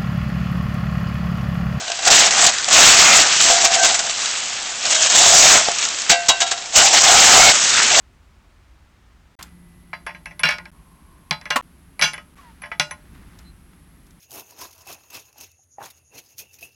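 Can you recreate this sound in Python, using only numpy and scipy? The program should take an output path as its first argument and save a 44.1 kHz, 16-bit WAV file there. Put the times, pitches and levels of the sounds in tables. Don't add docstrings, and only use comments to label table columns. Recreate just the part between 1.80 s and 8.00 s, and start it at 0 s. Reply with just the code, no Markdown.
import sys
import numpy as np
from scipy import signal
from scipy.fft import rfft, irfft, next_fast_len
from scipy.io import wavfile
from scipy.ndimage import uniform_filter1d

SR = 44100
rng = np.random.default_rng(int(sys.argv[2]) if len(sys.argv) > 2 else 0)


def materialize(psi):
    bounded = np.clip(np.atleast_2d(psi).T, -1, 1)
    quanta = np.round(bounded * 32767).astype(np.int16)
    wavfile.write(sys.argv[1], SR, quanta)


def decibels_to_gain(level_db):
    exponent = np.asarray(level_db, float) / 20
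    return 10 ** exponent


N = 273420

# (time [s], level [dB], spot [0 face - 1 rim], tilt of the upper modes [dB per octave,
# higher is brighter], share of full ring time [0-1])
KNOCKS = [(.08, -19, .1, 1.5, 0.22), (.1, -10.5, 0.12, -4, 0.3), (.228, -13.5, .1, -1, 0.2),
          (.19, -15.5, .1, 0.5, 0.25), (.272, -8, 0.096, 4.5, 0.06), (.882, -6, 0.098, -2, 0.06),
          (1.70, -2.5, .1, -9, 0.96), (1.72, -11, 0.036, -19, 0.49), (1.845, -7, 0.1, -2.5, 0.63),
          (1.96, -9.5, .05, -14, 1), (1.99, -15, 0.097, -13, 0.45), (2.045, -9, 0.2, -7, 0.95),
          (2.095, -18, .1, 1.5, 1), (2.294, -20, 0.25, 4, 0.23), (3.886, -10, .1, -9, 0.27)]
# (time [s], level [dB], spot [0 face - 1 rim - 2 heel], tilt of the upper
# modes [dB per octave, higher is brighter], share of full ring time [0-1])
DROPS = [
    (4.317, -3, 0.01, -.8, .92),
    (4.493, -1.5, .99, 0, .85),
    (4.617, -20, 2, 0, .9),
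    (4.664, -30, 2, 1, 1),
    (4.715, -25, 2, 0, .7),
    (4.775, -33, 2, 0, .55),
]


def at_hz(points, hz):
    known_hz, known_db = np.transpose(points)
    return np.interp(np.log(hz), np.log(known_hz), known_db)


def rms_one(x):
    return x / np.sqrt(np.mean(x ** 2) + 1e-20)


def drift(rate):
    r = np.exp(-40 * np.pi * rate / SR)
    draws = rng.standard_normal(N // 20 + 2002)
    slow = signal.lfilter([1], [1, -2 * r, r * r], draws)[2000:]
    return np.interp(np.arange(N) / 20, np.arange(len(slow)), rms_one(slow))


def ring(force, hz, t60):
    r, w = decibels_to_gain(-60 / (t60 * SR)), 2 * np.pi * hz / SR
    return signal.lfilter([0, np.sin(w)], [1, -2 * r * np.cos(w), r * r], force + 1e-18)


def narrow_noise(hz, width_hz):
    even_s = .07
    low_pass = signal.butter(1, width_hz / 2, fs=SR, output="sos")
    sway = signal.sosfilt(low_pass, rng.standard_normal((2, len(hz))))
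    power = (sway ** 2).sum(axis=0)
    sway = sway / np.sqrt(uniform_filter1d(power, round(even_s * SR)) + .1 * power.mean())
    phase = 2 * np.pi * np.cumsum(hz) / SR
    return rms_one(sway[0] * np.cos(phase) + sway[1] * np.sin(phase))


def grains(per_s, spread_db):
    sizes = decibels_to_gain(spread_db * np.minimum(rng.exponential(1, N), 5)) * rng.choice([-1, 1], N)
    return rms_one(sizes * (rng.random(N) < per_s / SR))


def fragments(spectrum, per_s, spread_db, cycles, patchy_db, count):
    contacts, dealt = grains(per_s, spread_db), rng.integers(0, count, N)
    out, together = 0, drift(20.0)
    for k, hz in enumerate(np.geomspace(spectrum[0][0], spectrum[-1][0], count)):
        piece = rms_one(ring(contacts * (dealt == k), hz, cycles / hz))
        piece_db = at_hz(spectrum, hz) + patchy_db * (drift(11.0) + 0.91 * together)
        out = out + piece * np.sqrt(hz) * decibels_to_gain(piece_db)
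    return rms_one(out)


def work():
    # (time [s], level [dB])
    litter_rows = [(0, -32), (.17, -30.5), (.74, -27), (.88, -26.5), (2.16, -34.5), (2.42, -24.5),
                   (2.68, -29), (2.97, -30), (3.85, -25), (3.95, -26), (4.02, -25.5), (4.18, -28),
                   (4.33, -29), (4.45, -32), (4.52, -31.5), (4.75, -34), (4.89, -34.5), (6.2, -24.5)]
    # (time [s], ice crushed [dB], edge pressed on concrete [dB], blade flex against edge [dB])
    jab = [(.28, -15.5, -18.5, 3.5), (.33, -9, -17.5, -3.5), (.41, -12, -17, -5.5), (.45, -16.5, -20.5, 2),
           (.52, -22, -23.5, -3.5), (.69, -21.5, -22.5, 0.5)]
    push = [(.88, -37, -33, -3), (.93, -9.5, -15, -14), (.98, -10, -14.5, 0), (1.07, -5.5, -12.5, -10),
            (1.14, -9, -15.5, -8.5), (1.24, -11.5, -14, -6.5), (1.41, -10, -18, -2.5),
            (1.445, -19, -22.5, -1.5), (1.55, -18.5, -24.5, -12)]
    pull = [(1.6, -12.5, -31, -4), (1.66, -14, -21.5, -7), (1.71, -13, -28, 2), (1.81, -18.5, -24.5, -22),
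            (1.85, -11.5, -24.5, 4), (1.93, -18, -21, -31), (2.02, -21, -38, 12.5), (2.16, -29.5, -34, 1),
            (2.28, -25.5, -37.5, 5)]
    slow_push = [(3.051, -24.5, -35.5, 6), (3.23, -17, -39, -5), (3.33, -13, -25.5, 0),
                 (3.45, -11, -23.5, 4), (3.56, -6.5, -23, 5.5), (3.66, -8.5, -18, 2), (3.71, -8, -17.5, -6),
                 (3.761, -11.5, -15, -6.5), (3.85, -22.5, -31.5, -3)]
    hard_push = [(4.969, -14.5, -26, 9.5), (5.09, -12.5, -33.5, 7.5), (5.135, -12.5, -19.5, 0.5),
                 (5.2, -12.5, -19.5, -7), (5.32, -10, -19, 2.5), (5.44, -8, -15.5, -5.5),
                 (5.58, -7.5, -14, 2.5), (5.7, -8.5, -22.5, 6.5), (5.745, -11, -17.5, -12)]
    spill = [
        (5.82, -16.5, -32, -2),
        (5.97, -16, -21, -31),
        (6.1, -18.5, -22.5, -30),
    ]
    restart = [
        (6.115, -17, -26.5, 2.5),
        (6.2, -9, -19, -0.93),
    ]
    # (cracking against crushing [dB], hum pitch [Hz])
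    grips = [
        (-3.5, 720),
        (-4, 715),
        (-5, 712),
        (-8.5, 695),
        (-5.5, 735),
        (-7, 740),
        (-10, 718),
    ]
    bite_db_per_s, lift_db_per_s = 304, 203
    knock_hum_db, knock_hum_t60_s = -15.5, 0.19

    t = np.arange(N) / SR
    against_powder_db = np.array([[0], [-1.5], [-6.5], [-19]])
    power = decibels_to_gain(np.interp(t, *np.transpose(litter_rows)) + against_powder_db) ** 2
    strokes = jab, push, pull, slow_push, hard_push, spill, restart
    for stroke, (crack_db, _) in zip(strokes, grips):
        s, ice_db, edge_db, flex_db = np.transpose(stroke)
        away = bite_db_per_s * np.maximum(s[0] - t, 0) + lift_db_per_s * np.maximum(t - s[-1], 0)
        ice = np.interp(t, s, ice_db) - away
        edge = np.interp(t, s, edge_db) - away
        flex = edge - away + np.interp(t, s, flex_db)
        power += decibels_to_gain(np.array([ice, ice + crack_db, edge, flex])) ** 2
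    for s, db, *_ in KNOCKS + DROPS:
        power[3] += (t > s) * decibels_to_gain(db + knock_hum_db - 60 * abs(t - s) / knock_hum_t60_s) ** 2
    middles = [(stroke[0][0] + stroke[-1][0]) / 2 for stroke in strokes]
    return np.sqrt(power), np.interp(t, middles, np.transpose(grips)[1])


def brief_dips():
    # (middle [s], half length [s], depth [dB])
    dip_rows = [(0.296, 0.0066, -9.5), (0.5, 0.0094, -6.5), (0.714, 0.0083, -4), (0.568, 0.01, 1),
                (1.83, 0.0093, -3), (1.891, 0.022, -8), (3.29, 0.0081, -6.5), (5.066, 0.0063, 1.5),
                (5.109, 0.026, -5), (5.2, 0.0087, -3.5), (5.229, 0.0055, -4), (5.268, .008, -2.5),
                (5.737, 0.016, -6.5), (0.108, .005, -7), (0.18, 0.0054, 0), (0.846, .007, -4),
                (2.451, 0.0055, -0.5), (2.586, 0.036, -0.5), (2.86, 0.028, -1), (3.142, 0.0048, -5),
                (4.41, 0.054, -1), (4.648, 0.011, -3), (4.923, 0.018, -4.5)]
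    t = np.arange(N) / SR
    return decibels_to_gain(sum(db * np.exp(-((t - s) / half) ** 4) for s, half, db in dip_rows))


def slaps():
    # (time [s], level [dB], t60 [s])
    snap_rows = [(.1016, -10, 0.053), (.2483, -6, 0.25), (.2737, 12, 0.049), (.3066, 0, .08),
                 (.3303, -7, .084), (.4594, -1.5, 0.25), (.5452, -13, .07), (.58, -1.5, 0.28),
                 (.611, 2.5, 0.23), (.6394, 2, 0.2), (.664, 14, 0.056), (.8829, 4.5, 0.036),
                 (.909, -6, 0.11), (3.051, -4, 0.14), (3.1038, -3, 0.11), (3.117, 0, 0.15),
                 (3.1467, -0.5, 0.059), (3.1644, -4, 0.031), (3.2225, 1, 0.064), (3.2574, -6, 0.081),
                 (3.3472, 0, 0.37), (3.7694, 1, 0.052), (4.9539, 5, 0.33), (5.0, 3, 0.13),
                 (5.0494, -4, .091), (5.1277, 6.5, 0.065), (5.17, 3, 0.11), (5.237, 4.5, 0.1),
                 (5.2811, 6, 0.12), (6.1194, 0.5, .072), (.004, -15, 0.092), (.149, -12, .05),
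                 (.507, -5, 0.055), (.705, -9, 0.25), (.726, -13, 0.061), (1.684, 9, 0.055),
                 (2.223, -8, 0.046), (3.205, -1.5, 0.053), (3.297, -3, 0.091), (4.011, -4, .07),
                 (5.22, 0, .04), (5.762, -5, 0.066), (5.826, -6, 0.1), (5.975, -5, 0.074), (6.1, 0, .12),
                 (6.145, 3, 0.071)]
    # (time [s], level [dB], t60 [s])
    shake_rows = [(1.559, 1, 0.086), (1.6033, 7, 0.073), (1.6994, 7, 0.071), (1.8094, 0, .11),
                  (1.8462, 12.5, 0.062), (1.9349, 5.5, 0.13), (2.0238, -1, 0.64), (2.0432, 6, 0.1),
                  (2.09, 1.5, 0.089), (2.141, 5.5, 0.067), (2.1883, 3, 0.085), (2.2942, -1.5, 0.078),
                  (3.984, -2, 0.066), (4.0242, -3, 0.12), (4.0444, -10, 0.043), (4.295, 16, 0.1),
                  (5.7494, -12, 0.15)]
    # (time [s], level [dB], t60 [s])
    scatter_rows = [(4.4838, 11, 0.09), (4.6029, 3.5, 0.08), (4.6144, 1.5, 0.094), (4.6633, -11.5, 0.23),
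                    (4.711, 2, 0.08), (4.7735, -12, .06)]
    power = np.zeros(N)
    for rows, rise_s in (snap_rows, 0.0029), (shake_rows, 0.007), (scatter_rows, 0.0044):
        for s, db, t60 in rows:
            start = round(s * SR)
            t = np.arange(min(SR // 2, N - start)) / SR
            swell = 1 - np.exp(-t / rise_s)
            power[start:][:len(t)] += (swell * decibels_to_gain(db - 11.0 - 60 * t / t60)) ** 2
    return power


def ice_powder(lively):
    # (frequency [Hz], density [dB per Hz])
    ice_spectrum = [(3500, -9.5), (4500, -11.5), (5500, -5), (6900, 3), (8000, -0.5), (10000, -20)]
    return fragments(ice_spectrum, 14000, 1.7, 17.0, patchy_db=1.59 * lively, count=14)


def cracking_crust(lively):
    # (frequency [Hz], density [dB per Hz])
    crust_spectrum = [(1800, -24), (2600, -2.5), (3400, -2), (4200, -2.5), (5500, -3.5)]
    return fragments(crust_spectrum, 8000, 1.75, 12.5, patchy_db=1.97 * lively, count=12)


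def grinding_edge(lively):
    # (frequency [Hz], density [dB per Hz])
    grind_spectrum = [(60, -34), (200, 3), (400, -0.5), (900, -13.5), (1300, 6), (2200, 3.5), (3200, 0.5)]
    return fragments(grind_spectrum, 8000, 2.6, 11.7, patchy_db=1.3 * lively, count=22)


def loaded_blade(hum, hum_hz):
    # (start [s], length [s],
    # frequency [Hz], width [Hz], level [dB])
    squeal_rows = [(0, 0.058, 1540, 80, -37), (.07, .07, 1560, 71, -39), (.73, 0.092, 1510, 220, -32),
                   (1.95, .13, 1548, 5, -25.5), (1.72, .11, 758, 12, -28), (1.828, .04, 765, 60, -20),
                   (2.09, .05, 758, 40, -28), (1.87, .08, 686, 10, -28), (.3, 0.14, 2870, 150, -25.5),
                   (3.041, .3, 627, 28, -30), (3.13, 0.11, 1564, 100, -31), (3.653, 0.11, 1350, 130, -27.5),
                   (3.05, .29, 2910, 200, -31), (3.1, .23, 3200, 190, -28), (3.11, .07, 3750, 120, -27),
                   (3.35, .17, 3450, 100, -22), (3.4, .12, 3830, 160, -24), (3.43, .045, 930, 80, -23),
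                   (3.57, .18, 2500, 500, -20), (1.985, .065, 757, 12, -21), (1.965, .12, 687, 6, -24),
                   (2.56, .48, 770, 130, -42), (0, .035, 720, 100, -32), (3.74, .05, 700, 120, -19),
                   (.06, .1, 2890, 250, -36), (.04, .05, 740, 120, -40), (3.22, .08, 1650, 120, -30),
                   (3.858, .06, 720, 110, -28), (4.293, .03, 720, 150, -27), (4.78, .13, 711, 120, -42),
                   (1.86, .11, 762, 12, -27), (1.07, .07, 3440, 95, -19), (.94, .07, 2490, 95, -21),
                   (1.19, .2, 2140, 170, -21), (1.24, .12, 2450, 130, -22), (1.27, .13, 1280, 120, -22),
                   (2.75, .25, 1400, 400, -41),
                   (4.95, .08, 2940, 90, -16), (4.975, .06, 1500, 150, -20), (5.01, .025, 820, 60, -20),
                   (5.035, .07, 800, 70, -22), (5.565, .035, 680, 30, -16), (5.255, .022, 2110, 62, -22),
                   (5.27, .02, 3550, 150, -17), (5.279, .12, 1335, 180, -21), (5.476, .13, 1290, 90, -19),
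                   (5.585, .04, 2165, 40, -15), (5.59, .12, 1390, 90, -20), (5.62, .105, 2185, 45, -17)]
    lower = narrow_noise(hum_hz - 30, width_hz=77)
    upper = decibels_to_gain(-1.5) * narrow_noise(hum_hz + 36, width_hz=133)
    out = hum * rms_one(lower + upper)
    t = np.arange(SR // 2) / SR
    for s, length, hz, width_hz, db in squeal_rows:
        start = round(s * SR)
        swell = np.abs(np.sin(np.pi * np.clip(t / length, 0, 1))) ** 0.41
        squeal = decibels_to_gain(db) * swell * narrow_noise(np.full(len(t), hz), width_hz)
        out[start:][:len(t)] += squeal[:N - start]
    return out


def free_blade():
    # (frequency [Hz], t60 [s], struck on the face [dB], on the rim [dB], on the heel [dB])
    mode_rows = [(522, .4, -23, -36, -16), (693, .58, -10, -20, 0), (768, .25, -14, -26, 0),
                 (824, .07, -40, -15, -12), (944, .25, -40, -22, -10), (1043, .2, -40, -16, -14),
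                 (1120, .15, -40, -19, -14), (1360, .3, -30, -28, -5), (1546, .75, -19, -23, -24),
                 (1612, .3, -15, -33, -14), (1630, .13, -40, -40, 0), (1948, .45, -22, -33, -18),
                 (1992, .32, -26, -30, -16), (2168, .45, -23, -33, -22), (2343, .2, -18, -29, -14),
                 (2730, .5, -16, -20, -16), (2890, .15, -16, -11, -4), (3050, .1, -11, -34, -12),
                 (3280, .11, -15, -10, 2), (3481, .1, -12, -33, -5), (3793, .24, -20, -14, -1),
                 (3861, .15, -10, -5, -1), (4585, .2, -16, -21, -14), (4647, .2, -16, -31, -16),
                 (4720, .15, -27, -27, -10), (5280, .15, -27, -19, -9), (5774, .11, -12, -32, -20),
                 (7169, .15, -30, -18, -12)]
    free_share = .53
    landing_t60_s, rise_s = .03, 0.00034
    laden_from_s, laden_to_s, laden_sag = 1.6, 2.2, .01

    hz, t60, *spots_db = np.transpose(mode_rows)
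    out, t = np.zeros(N), np.arange(SR // 2)[:, None] / SR
    empty = np.sin(2 * np.pi * hz * t)
    laden = np.sin(2 * np.pi * hz * (1 - laden_sag * (hz < 800)) * t)
    for s, db, spot, tilt_db, share in KNOCKS + DROPS:
        nearness = np.clip(1 - abs(spot - np.arange(3)), 0, 1)
        start_db = db + nearness @ spots_db + tilt_db * np.log2(hz / hz[1])
        later = [row[0] - s for row in DROPS + KNOCKS if row[0] > s and row[4] > free_share]
        landing = min(later, default=1)
        sines = laden if laden_from_s < s < laden_to_s else empty
        modes = (sines * decibels_to_gain(start_db - 60 * t / (t60 * share))).sum(axis=1)
        stifled = decibels_to_gain(-60 * np.maximum(t[:, 0] - landing, 0) / landing_t60_s)
        out[round(s * SR):][:len(t)] += modes * stifled * (1 - np.exp(-t[:, 0] / rise_s))
    return out


def ticks():
    # (time [s], level [dB], pitch [Hz])
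    tick_rows = [(3.886, -9, 700), (.735, -8, 6500), (.9015, -4, 7500), (1.525, -5, 4000),
                 (5.898, -7, 5500), (6.028, -3, 5000), (.078, -16, 3000), (.101, -13, 4500),
                 (.1715, -13, 5000), (.547, -5, 5500), (.579, -3, 6000), (.6945, -4, 5500),
                 (.908, -4, 5000), (1.677, -5, 1800), (1.764, -4, 5000), (2.296, -10, 3800),
                 (2.731, -14, 5000), (3.0367, -14, 5900), (3.232, -5, 3500), (3.3, -7, 5000),
                 (4.0255, -7, 2500), (4.186, -7, 5820), (4.198, -14, 5000), (4.822, -18, 3500),
                 (0.1171, -6, 4500), (0.191, -14, 6450), (0.5071, -2, 5500), (0.783, -4, 4500),
                 (0.8429, -3, 4800), (2.2653, -7, 6650), (2.4089, -6, 7110), (2.4573, -4, 4200),
                 (2.5117, -8, 7040), (2.583, -15, 5010), (2.829, -16, 7070), (3.0101, -13, 5840),
                 (3.7994, -4, 6770), (3.9159, -3, 6890), (3.9594, -12, 6770), (3.9838, -6, 5800),
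                 (4.0094, -8, 6810), (4.0507, -3, 6890), (4.0866, -4, 6860), (4.1444, -13, 3570),
                 (4.2183, -7, 5740), (4.8584, -17, 5790), (4.9232, -19, 3850)]
    rise_s, t60_s = .0011, .018
    out, snaps = np.zeros(N), rng.standard_normal((len(tick_rows), 800))
    t = np.arange(800) / SR
    for (s, db, hz), snap in zip(tick_rows, snaps):
        burst = snap * (1 - np.exp(-(t / rise_s) ** 2)) * decibels_to_gain(-60 * t / t60_s)
        rung = ring(np.diff(burst, prepend=0), hz, 2.0 / hz)
        out[round(s * SR):][:800] += decibels_to_gain(db - 9.5) * rung / rung[22:132].std()
    return out


def thump():
    # (time [s], level [dB], frequency [Hz], t60 [s])
    bump = (3.886, -5, 500, .014)
    s, db, hz, t60 = bump
    out = np.zeros(N)
    out[round(s * SR):][:2000] = decibels_to_gain(db) * ring(signal.unit_impulse(2000), hz, t60)
    return out


def outdoor_air():
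    return decibels_to_gain(-41.5) * rms_one(signal.lfilter([1], [1, -.93], rng.standard_normal(N)))


def scene():
    heaps = slaps()
    (powder, cracking, grinding, hum), hum_hz = work()
    lively = np.clip(powder / decibels_to_gain(-24), .4, 1)
    bite = np.hypot(powder, np.sqrt(heaps)) * ice_powder(lively)
    bite = bite + np.hypot(cracking, np.sqrt(0.29 * heaps)) * cracking_crust(lively)
    grind = np.hypot(grinding, np.sqrt(0.11 * heaps)) * grinding_edge(lively)
    hum = hum * decibels_to_gain(1.5 * drift(13.0))
    hum_hz = hum_hz + 15 * drift(6.037)
    scrape = brief_dips() * (bite + grind) + loaded_blade(hum, hum_hz)
    return (scrape + free_blade() + ticks() + thump() + outdoor_air())[None]


def cut_top(x, from_hz, to_hz, steep):
    size = next_fast_len(N + 2048)
    fade = np.clip((np.fft.rfftfreq(size, 1 / SR) - from_hz) / (to_hz - from_hz), 0, 1)
    gain = (.5 + .5 * np.cos(np.pi * fade)) ** steep
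    return irfft(rfft(x, size) * gain, size)[:, :N]


def top_cut(x):
    return signal.sosfilt(signal.butter(12, 16850, fs=SR, output="sos"), x)


def record(dry):
    input_top, output_top = 0.73, 0.7
    thin = signal.sosfiltfilt(signal.butter(2, 551, "high", fs=SR, output="sos"), dry)
    clipped = np.clip(0.83 * thin + 0.31 * dry, -input_top, input_top)
    narrow = cut_top(clipped, 7400, 9420, steep=1.56)
    mix = np.clip(narrow, -output_top, output_top)
    return top_cut(mix)


dry = scene()
out = record(dry)
materialize(out)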